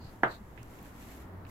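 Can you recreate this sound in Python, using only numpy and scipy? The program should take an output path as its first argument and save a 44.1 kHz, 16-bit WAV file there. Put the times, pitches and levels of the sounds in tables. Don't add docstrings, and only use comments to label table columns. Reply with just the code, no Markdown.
import sys
import numpy as np
from scipy import signal
from scipy.fft import rfft, irfft, next_fast_len
from scipy.io import wavfile
from scipy.ndimage import map_coordinates

SR = 44100
rng = np.random.default_rng(int(sys.argv[2]) if len(sys.argv) > 2 else 0)


def master(y):
    cut = np.clip(np.atleast_2d(y).T, -1, 1)
    pcm = np.round(cut * 32767)
    wavfile.write(sys.argv[1], SR, pcm.astype(np.int16))


N = 66150
T = np.arange(N) / SR


def amp(db):
    return 10 ** (np.asarray(db) / 20)


def unit(x):
    return x / np.sqrt(np.mean(x ** 2) + 1e-20)


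def along(points, hz):
    f, v = np.transpose(points)
    return np.interp(np.log(hz + 1), np.log(f + 1), v)


def level(rows):
    return amp(np.interp(T, *np.transpose(rows)))


def pan(db):
    return amp(np.array([[db], [-db]]) / 2)


def wobble(rate):
    return map_coordinates(rng.standard_normal(N // 10), [T * rate + 2])


def fade(start, t60):
    return (T >= start) * np.exp(-np.log(1000) * np.maximum(T - start, 0) / t60)


def filtered(x, response):
    size = next_fast_len(N + SR // 2)
    return irfft(rfft(x, size) * response(np.fft.rfftfreq(size, 1 / SR)), size)[..., :N]


def resonance(f, hz, width):
    return 1j * f * width / (hz * hz - f * f + 1j * f * width)


def band(hz, width):
    return unit(filtered(rng.standard_normal((2, N)), lambda f: resonance(f, hz, width) ** 2))


# frequency in Hz, left-right likeness (1 is mono).
STEREO_LIKENESS = [(50, 0.98), (250, 0.91), (500, 0.74), (1000, 0.21), (2500, 0), (8000, 0.076)]
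def noise(colour):
    def response(f):
        spread = np.arccos(np.clip(along(STEREO_LIKENESS, f), -1, 1)) / 2
        return amp(along(colour, f)) * [np.cos(spread), np.sin(spread)]
    mid, side = filtered(rng.standard_normal((2, N)), response)
    return unit(np.array([mid + side, mid - side]))


# frequency in Hz, relative level in dB.
AIR_EQ = [(90, -25), (170, -2), (290, -2.5), (380, -6.5), (520, -11), (950, -10), (1400, -16), (1950, -20),
          (2500, -31), (4000, -37), (7000, -48.5), (9000, -52), (13000, -37.5), (16000, -42)]
RUMBLE_EQ = [(15, -2), (30, -10.5), (50, 2), (80, -2), (110, -1), (150, -9), (220, -16), (400, -48)]
# time in seconds, level in dB.
AIR_FADER = [(0, -53.5), (0.45, -54.5), (0.75, -52), (1.05, -52.5), (1.3, -50.5), (1.5, -51)]
def room_tone(rumble_db=-52):
    return level(AIR_FADER) * noise(AIR_EQ) + amp(rumble_db) * noise(RUMBLE_EQ)


def drone(hz=91.1, db=-45.5, octave_db=-10.5, peak_s=1.371, swell_s=0.077):
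    phase = 2 * np.pi * hz * T + 0.18 * wobble(15)
    swell = np.exp(-((T - peak_s) / swell_s) ** 2 / 2)
    return amp(db) * swell * unit(np.sin(phase) + amp(octave_db) * np.sin(2 * phase))


# frequency in Hz, relative level in dB.
CLOTH_EQ = [(300, -11), (900, -2), (2000, 11), (3500, 4), (5200, 0.5), (7500, 4), (9000, -3.5), (12500, 6),
            (14500, -3), (16000, -9)]
# time in seconds, level in dB.
CLOTH_FADER = [(0, -75), (0.13, -64), (0.21, -70), (0.48, -69), (0.62, -68), (0.71, -63), (0.8, -61.5),
               (0.865, -60), (0.93, -64), (1.02, -57.5), (1.12, -58), (1.22, -60.5), (1.33, -80.5),
               (1.45, -77.5), (1.5, -58)]
def clothes(grain_db=1.0, flutter_db=0.75):
    texture = amp(grain_db * wobble(440) + flutter_db * wobble(29.3))
    return level(CLOTH_FADER) * unit(noise(CLOTH_EQ) * texture)


# centre in seconds, level in dB, pitch in Hz, half length in seconds.
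LOW_BUMPS = [(0.052, -40, 125, 0.0043), (0.258, -41, 112, 0.013), (0.42, -46, 211, 0.012),
             (0.535, -50, 105, 0.0049), (0.619, -46, 116.6, 0.028), (0.822, -48, 194, .006),
             (1.215, -47.5, 65, 0.023)]
def bumps():
    return sum(amp(db) * np.exp(-((T - centre) / half) ** 2 / 2) * np.sin(2 * np.pi * hz * (T - centre))
               for centre, db, hz, half in LOW_BUMPS)


# start in seconds, level in dB, pan in dB, decay in seconds, ring in Hz.
SOFT_TAPS = [(0.576, -50, -7, 0.055, 2140), (0.582, -59, -6, 0.28, 2650), (0.787, -59.5, -11, 0.063, 2350),
             (0.857, -56, -8, 0.056, 1700), (1.451, -63, -16, .04, 2510), (1.451, -64.5, 12, 0.027, 4170),
             (1.466, -56.5, -4, 0.037, 2600)]
# frequency in Hz, relative level in dB.
PUFF_EQ = [(200, -5), (900, -12), (1700, 5), (3300, -13), (4200, -33), (9000, -29), (16000, -55)]
def taps(width_hz=730, puff_db=-3.5):
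    return sum(amp(db) * pan(pan_db) * fade(start, t60)
               * (band(hz, width_hz) + amp(puff_db) * noise(PUFF_EQ))
               for start, db, pan_db, t60, hz in SOFT_TAPS)


# start in seconds, level in dB, centre in Hz.
TINY_TICKS = [(0.631, -49, 7500), (0.828, -49.5, 14500)]
def ticks(t60=0.01, width_hz=7900):
    return sum(amp(db) * fade(start, t60) * band(hz, width_hz) for start, db, hz in TINY_TICKS)


# start and length in seconds, level in dB, first and last pitch in Hz.
LIGHT_SCRAPES = [(-0.04, 0.19, -63, 4560, 4360), (0.252, 0.15, -55.5, 4285, 3930)]
# frequency in Hz, relative level in dB.
FIZZ_EQ = [(1500, 1.5), (2700, 5.5), (5500, -3), (7500, -0.5), (10000, -13), (13000, -3), (16000, -13)]
def scrapes(half_width_hz=540, fizz_db=-3.5, roughness=0.18):
    out = np.zeros((2, N))
    for start, length, db, first_hz, last_hz in LIGHT_SCRAPES:
        progress = np.clip((T - start) / length, 0, 1)
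        pitch = first_hz + (last_hz - first_hz) * progress
        flutter = filtered(rng.standard_normal((2, N)), lambda f: 1 / (1 + (f / half_width_hz) ** 4))
        hiss = unit(flutter * np.sin(2 * np.pi * np.cumsum(pitch) / SR))
        stroke = np.sin(np.pi * progress) ** 2 * np.exp(roughness * wobble(115.9))
        out += amp(db) * stroke * (hiss + amp(fizz_db) * noise(FIZZ_EQ))
    return out


# frequency in Hz, relative level in dB.
REVERB_EQ = [(50, -18), (120, -6), (190, -10), (320, -4.5), (520, -5), (750, 0), (1150, -3.5), (1600, -1),
             (1970, -7.5), (2300, -18), (3300, -20), (4000, -33), (4600, -43), (6000, -48), (7800, -47),
             (9500, -65)]
# frequency in Hz, decay in seconds.
REVERB_T60 = [(100, 0.15), (400, 0.24), (1000, 0.21), (2000, 0.19), (3200, 0.15), (8000, .25)]
def room_reverb(start, build_s, db=-24.5):
    hz, t, spectrum = signal.stft(noise(REVERB_EQ), SR, nperseg=256)
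    decay = np.exp(-np.log(1000) * np.maximum(t - start, 0) / along(REVERB_T60, hz)[:, None])
    tail = signal.istft(spectrum * decay, SR, nperseg=256)[1][:, :N]
    return amp(db) * np.clip((T - start) / build_s, 0, 1) * tail


# pitch in Hz, relative level in dB, decay in seconds.
TABLE_MODES = [(124.7, -33, 0.1), (231.4, -47, 0.09), (306, -38.5, 0.18), (367, -34.5, .14),
               (698, -39.5, 0.2), (810, -45, 0.081), (924, -32.5, 0.22), (1170, -35.5, 0.25),
               (1410, -46, 0.33), (1470, -22, 0.1), (1726, -42, 0.29), (1606, -44, 0.13),
               (1730, -50, 0.083), (1984, -36, 0.17)]
def table_ring(start, build_s, gain_db=1.5):
    phases = rng.uniform(-np.pi, np.pi, (len(TABLE_MODES), 2))
    ring = 0
    for (hz, db, t60), (phase, skew) in zip(TABLE_MODES, phases):
        apart = skew * (1 - along(STEREO_LIKENESS, hz)) * np.array([[1], [-1]]) / 2
        ring += amp(db) * fade(start, t60) * np.sin(2 * np.pi * hz * (T - start) + phase + apart)
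    return amp(gain_db) * np.clip((T - start) / build_s, 0, 1) * ring


def blade_crack(db=-51.5):
    return amp(db) * fade(start=0.2326, t60=0.029) * band(hz=6560, width=1700)


# time in seconds, relative level in dB, pan in dB, left lag in milliseconds.
KNIFE_CONTACTS = [(0.23249, -17.6, -7.8, 0.05), (0.23281, -5.9, -0.2, 0.12), (0.23381, -1.5, -4.4, 0.07),
                  (0.23799, -11, -4.5, 0.19)]
# centre in Hz, width in Hz, relative level in dB.
BODY_RESONANCES = [(221, 170, -11), (349, 90, 4.5), (765, 200, -1), (1002, 56, -3), (1195, 210, -8),
                   (1429, 187, 2), (1699, 163, 1), (1997, 76, -5), (2229, 238, -19), (2970, 221, -20),
                   (3054, 242, -20), (3582, 197, -27), (4450, 350, -30)]
def knock(gain_db=21, soft_hz=2920):
    def response(f):
        sides = np.array([[1], [-1]]) / 2000
        blows = sum(amp(db) * pan(pan_db) * np.exp(-2j * np.pi * f * (time + lag * sides))
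                    for time, db, pan_db, lag in KNIFE_CONTACTS)
        body = sum((-1) ** k * amp(db) * resonance(f, hz, width)
                   for k, (hz, width, db) in enumerate(BODY_RESONANCES))
        lowpass = 1 / (1 - (f / soft_hz) ** 2 + 1j * f / soft_hz)
        return amp(gain_db) * blows * body * lowpass
    return filtered(signal.unit_impulse(N), response)


def scene(ring_s=0.2338, predelay_s=0.0034, build_s=0.0057):
    hit = pan(-0.5) * (knock() + blade_crack())
    tail = table_ring(ring_s, build_s) + room_reverb(ring_s + predelay_s, build_s)
    return hit + tail + scrapes() + taps() + ticks() + bumps() + clothes() + room_tone() + drone()


def record(dry):
    return filtered(dry, lambda hz: hz < 15850)


dry = scene()
out = record(dry)
master(out)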